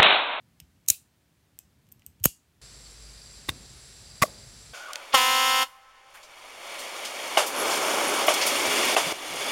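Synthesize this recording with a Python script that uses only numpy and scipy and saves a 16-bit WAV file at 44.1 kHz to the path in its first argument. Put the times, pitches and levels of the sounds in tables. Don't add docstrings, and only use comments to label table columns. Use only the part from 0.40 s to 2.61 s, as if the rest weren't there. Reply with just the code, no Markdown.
import sys
import numpy as np
from scipy import signal
from scipy.fft import rfft, irfft
from scipy.io import wavfile
from scipy.ndimage import uniform_filter1d, minimum_filter1d

SR = 44100
rng = np.random.default_rng(int(sys.argv[2]) if len(sys.argv) > 2 else 0)


def to_wav(s):
    ch = np.atleast_2d(s).T
    pcm = np.round(np.clip(ch, -1, 1) * 32767)
    wavfile.write(sys.argv[1], SR, pcm.astype(np.int16))


N = 97681
ROOM_DELAY_S = 0.0055

# (frequency [Hz], level [dB])
CLOSING_COLOUR = [(100, -26), (600, -20.5), (950, -36.5), (1400, -21), (2100, -18.5), (2700, -9),
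                  (3300, -17), (4100, -9), (4800, -10.5), (5800, 0), (8400, 0), (9200, -3.5), (12000, -1.5),
                  (15500, -0.5)]


def amp(db):
    return 10 ** (np.asarray(db) / 20)


def unit(x):
    return x / np.sqrt(np.mean(x ** 2) + 1e-20)


def read(points, hz):
    table_hz, value = np.transpose(points)
    return np.interp(np.log(hz + 1), np.log(table_hz + 1), value)


def add(mix, start_s, sound):
    part = mix[max(round(start_s * SR), 0):][:len(sound)]
    part += sound[:len(part)]


def noise(colour):
    hz = np.fft.rfftfreq(N, 1 / SR)
    spectrum = rfft(rng.standard_normal(N)) * amp(read(colour, hz))
    return unit(irfft(spectrum, N))


def background():
    # (frequency [Hz], relative level per Hz [dB])
    floor_colour = [(15, -57), (25, -23), (35, -7), (49, 0.5), (140, -5.5), (183, -6.5), (313, -12.5),
                    (433, -17.5), (469, -18.5), (666, -18.5), (1170, -21.5), (1750, -21), (15500, -31)]
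    # (time [s], level [dB])
    grip_levels = [(0, -66), (.3, -67.5), (.8, -74.5), (1.3, -68.5), (1.55, -61.5), (1.78, -66.5),
                   (2.05, -86.5), (2.2, -65.5)]
    # (frequency [Hz], relative level [dB])
    grip_colour = [(25, -22.5), (70, 1), (160, 0), (300, -13), (700, -29.5), (3000, -40), (16000, -48.5)]
    floor_db = -67.5
    grip_gain = amp(np.interp(np.arange(N) / SR, *np.transpose(grip_levels)))
    return amp(floor_db) * noise(floor_colour) + grip_gain * noise(grip_colour)


def coloured(x, points, tilt_db=0, size=2048):
    hz = abs(np.fft.fftfreq(size, 1 / SR))
    octaves = np.log2(np.maximum(hz, 2000) / 2000)
    log_gain = np.log(amp(read(points, hz) + tilt_db * octaves))
    spectrum = np.exp(np.conj(signal.hilbert(log_gain)))
    taps = np.fft.ifft(spectrum).real[:size // 2]
    return signal.fftconvolve(x, taps / np.linalg.norm(taps))[:len(x)]


def resonant(x, peaks):
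    for hz, width_hz, boost_db in peaks:
        b, a = signal.iirpeak(hz, hz / width_hz, fs=SR)
        x = x + (amp(boost_db) - 1) * signal.lfilter(b, a, x)
    return x


def ring(modes):
    t = np.arange(SR // 2) / SR
    total = np.zeros(len(t))
    for hz, db, t60 in modes:
        total += amp(db - 60 * t / t60) * np.sin(2 * np.pi * (hz * t + rng.random()))
    return total


def contact(decay_s, size=4096):
    crack = 0.45
    rattle_db, rattle_s = -22, 0.003
    smooth_hz = 256
    t = np.arange(size) / SR
    envelope = np.exp(-t / decay_s) + amp(rattle_db) * np.exp(-t / rattle_s)
    burst = envelope * rng.standard_normal(size)
    burst[0] += crack * np.linalg.norm(envelope)
    spectrum = rfft(burst, 2 * size)
    power = uniform_filter1d(abs(spectrum) ** 2, max(round(smooth_hz * 2 * size / SR), 1))
    even = irfft(spectrum / np.sqrt(power))[:size]
    return unit(even) * np.sqrt(np.mean(envelope ** 2))


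def room(colour, size=256):
    # (frequency [Hz], time to fall 60 dB [s])
    room_t60 = [(100, .15), (1000, 0.11), (3000, 0.16), (7000, 0.26), (11000, .18), (16000, .16)]
    hz, t, bands = signal.stft(rng.standard_normal(SR // 2), SR, nperseg=size)
    t60 = read(room_t60, hz)[:, None]
    gain = amp(read(colour, hz))[:, None] * np.sqrt(2 * np.log(1000) / (t60 * SR))
    decay = np.exp(-np.log(1000) * t / t60)
    return signal.istft(bands * gain * decay, SR, nperseg=size)[1]


def ticks():
    # (time [s], level [dB], decay [s], tilt [dB per octave],
    # main resonance [Hz], spring ring relative to the tick [dB])
    tick_events = [(0.2012, -38.5, 0.0018, -3, 5300, -36.5), (0.463, -52, 0.00086, -1.5, 6070, -40.5),
                   (1.1891, -30, 0.00064, 3, 7500, -18.5), (1.468, -59, 0.00066, -7.5, 6150, -42.5),
                   (1.489, -58.5, 0.0014, -2.5, 11730, -40), (1.5182, -49.5, .001, 0.5, 8400, -45),
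                   (1.5228, -37.5, 0.00097, 7.5, 13370, -45), (1.595, -55.5, 0.00087, -3, 6000, -38.5),
                   (1.6205, -52, 0.00072, -11.5, 2030, -39), (1.6641, -31, 0.00091, 6, 8250, -28),
                   (1.7999, -60, .003, -4.5, 6380, -42)]
    # (frequency [Hz], level [dB])
    tick_colour = [(200, -22.5), (1400, -25.5), (3000, 0), (4000, -11.5), (5400, -5.5), (8200, 0.5),
                   (10700, -9), (12500, 1), (14200, 2.5), (16000, -14.5)]
    # (frequency [Hz], level [dB])
    tick_wash = [(100, -25), (2600, -9.5), (7000, -16), (15000, -18.5)]
    # (frequency [Hz], relative level [dB], time to fall 60 dB [s])
    spring_modes = [(2570, -3.5, .2), (5179, -4.5, .4), (5890, -3.5, .3), (6525, -3, .3), (7200, -3, .25),
                    (7768, 0.5, .19), (8570, -2, .19), (10730, -1.5, .2)]
    width_hz, boost_db = 400, 7
    out = np.zeros(N)
    for s, db, decay_s, tilt_db, hz, ring_db in tick_events:
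        catch = coloured(contact(decay_s), tick_colour, tilt_db)
        tick = amp(db) * resonant(catch, [(hz, width_hz, boost_db)])
        add(out, s, tick)
        add(out, s, amp(db + ring_db) * ring(spring_modes) / len(spring_modes))
        add(out, s + ROOM_DELAY_S, signal.fftconvolve(tick, room(tick_wash)))
    return out


def recoil():
    # (time [s], level at the peak of the swell [dB], pitch [Hz], swell time [s])
    thumps = [(0.214, -51, 140, 0.0049), (0.22, -48.5, 72, 0.0066), (0.5, -39.5, 90, 0.0052),
              (.504, -46, 596.5, 0.00058), (0.5034, -45.5, 190, .003), (1.665, -51, 78, .012),
              (1.806, -38, 95, .008), (1.8559, -6.5, 1200, 0.00022), (1.8571, -12, 212.4, 0.0009),
              (1.857, -15.5, 439, .0006), (1.8604, -22, 69.96, 0.0025)]
    out, t = np.zeros(N), np.arange(SR // 4) / SR
    for s, db, hz, swell_s in thumps:
        swell = t / swell_s * np.exp(1 - t / swell_s)
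        add(out, s, amp(db) * swell * np.sin(2 * np.pi * hz * t))
    return out


def small_parts(count=40):
    low_hz, high_hz = 2642, 12370
    mean_db, t60 = -57, 0.21
    place, strength = rng.random((count, 2)).T
    mode_hz = low_hz + (high_hz - low_hz) * place
    mode_db = mean_db + 10 * np.log10(-np.log(strength))
    return ring([(hz, db, t60) for hz, db in zip(mode_hz, mode_db)])


def snap(contacts, colour, handle, steel, wash):
    cracks, tails = np.zeros((2, N))
    for s, db, decay_s in contacts:
        burst = amp(db) * contact(decay_s)
        add(cracks, s, burst)
        add(tails, s + ROOM_DELAY_S, np.linalg.norm(burst) * room(wash))
    last_s = contacts[-1][0]
    add(tails, last_s, ring(steel) + small_parts())
    return resonant(coloured(cracks, colour), handle) + tails


def closing_snap():
    # (time [s], level [dB], decay [s])
    contacts = [(.4792, -39.5, 0.003), (.4827, -30.5, 0.00097), (.484, -19.5, 0.00036),
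                (.4856, -6, 0.00022), (.4864, -6, 0.00068), (.4896, -23, .001), (.5009, -1.5, .0007),
                (.5021, -9.5, 0.00029), (.5028, -6, 0.00089)]
    # (frequency [Hz], width [Hz], boost [dB])
    handle = [(4070, 570, 6.5), (6480, 310, 6.5), (7070, 410, 7.5), (8410, 160, 9), (10040, 110, 5.5),
              (12136, 350, 5)]
    # (frequency [Hz], level [dB], time to fall 60 dB [s])
    steel = [(2600, -50.5, .2), (2727, -53, 0.14), (3940, -47, .17), (7160, -44.5, 0.2194),
             (7560, -45.5, 0.17), (8430, -38, .1), (10545, -45, 0.091), (10100, -47.5, .23),
             (13330, -37.5, 0.1)]
    # (frequency [Hz], level [dB])
    wash = [(100, -30.5), (950, -33.5), (2000, -30.5), (2600, -12.5), (3300, -23), (4100, -15.5),
            (4700, -22.5), (7200, -17.5), (9900, -14), (11200, -19), (12300, -15.5), (15500, -16)]
    return snap(contacts, CLOSING_COLOUR, handle, steel, wash)


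def slides():
    # (time [s], length [s], level [dB])
    strokes = [(0.487, 0.005, -24.5), (0.493, 0.006095, -27.5), (1.843, 0.0067, -28),
               (1.8484, 0.0096, -27.5)]
    envelope = np.zeros(N)
    grit = unit(rng.standard_normal(N) * rng.exponential(1, N))
    for s, length_s, db in strokes:
        add(envelope, s, amp(db) * signal.windows.tukey(int(length_s * SR), 0.5))
    return coloured(envelope * grit, CLOSING_COLOUR)


def opening_snap():
    # (time [s], level [dB], decay [s])
    contacts = [(1.8325, -44, .0007), (1.8381, -32.5, .001), (1.8392, -23.5, .001), (1.8412, -11, .0005),
                (1.842, -12.5, .0006), (1.8508, -17, .0007), (1.8525, -14, .0004), (1.8556, -1, .0006),
                (1.8571, -14, .0008), (1.8579, -11.5, .0009)]
    # (frequency [Hz], level [dB])
    colour = [(100, -12), (600, -12.5), (950, -27), (1300, -21.5), (2300, -5), (2900, -3.5), (4200, -11.5),
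              (5600, -5), (6000, -11.5), (6700, -1), (8300, 2.5), (9700, -8.5), (12500, 0.5), (15500, 1.5)]
    # (frequency [Hz], width [Hz], boost [dB])
    handle = [(3015, 67, 5.8), (5630, 110, 6.3), (6670, 219, 10.5), (10440, 200, 8.8), (12380, 380, 8.5),
              (13280, 780, 7.4)]
    # (frequency [Hz], level [dB], time to fall 60 dB [s])
    steel = [(2800, -52, .27), (2860, -51.5, .16), (2980, -56, .2), (3050, -61.5, 0.14),
             (4730, -52.5, 0.24), (5500, -49, .17), (6900, -50.5, .26), (6700, -50, .28),
             (8043, -43.5, .12), (10440, -50.5, .22), (12010, -44, .15)]
    # (frequency [Hz], level [dB])
    wash = [(100, -15), (950, -29), (2000, -32), (2850, -15.5), (3700, -25.5), (5500, -18.5), (6100, -19.5),
            (6700, -15.5), (8200, -15.5), (10500, -16), (13000, -17), (15500, -23)]
    return snap(contacts, colour, handle, steel, wash)


def scene():
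    knife = closing_snap() + opening_snap() + slides() + ticks() + recoil()
    return (knife + background())[None]


def record(dry):
    low_cut_hz, top_hz = 54, 15850
    ceiling, limit_s = 1, 0.00067
    bass_cut = signal.butter(4, low_cut_hz, "high", fs=SR, output="sos")
    thinned = signal.sosfilt(bass_cut, dry)
    span = max(round(limit_s * SR), 1)
    needed_gain = ceiling / np.maximum(abs(thinned), ceiling)
    gain = uniform_filter1d(minimum_filter1d(needed_gain, span), span)
    lowpass = signal.firwin(255, top_hz, window=("kaiser", 8), fs=SR)
    return signal.oaconvolve(gain * thinned, lowpass[None], "same")


dry = scene()
out = record(dry)
to_wav(out)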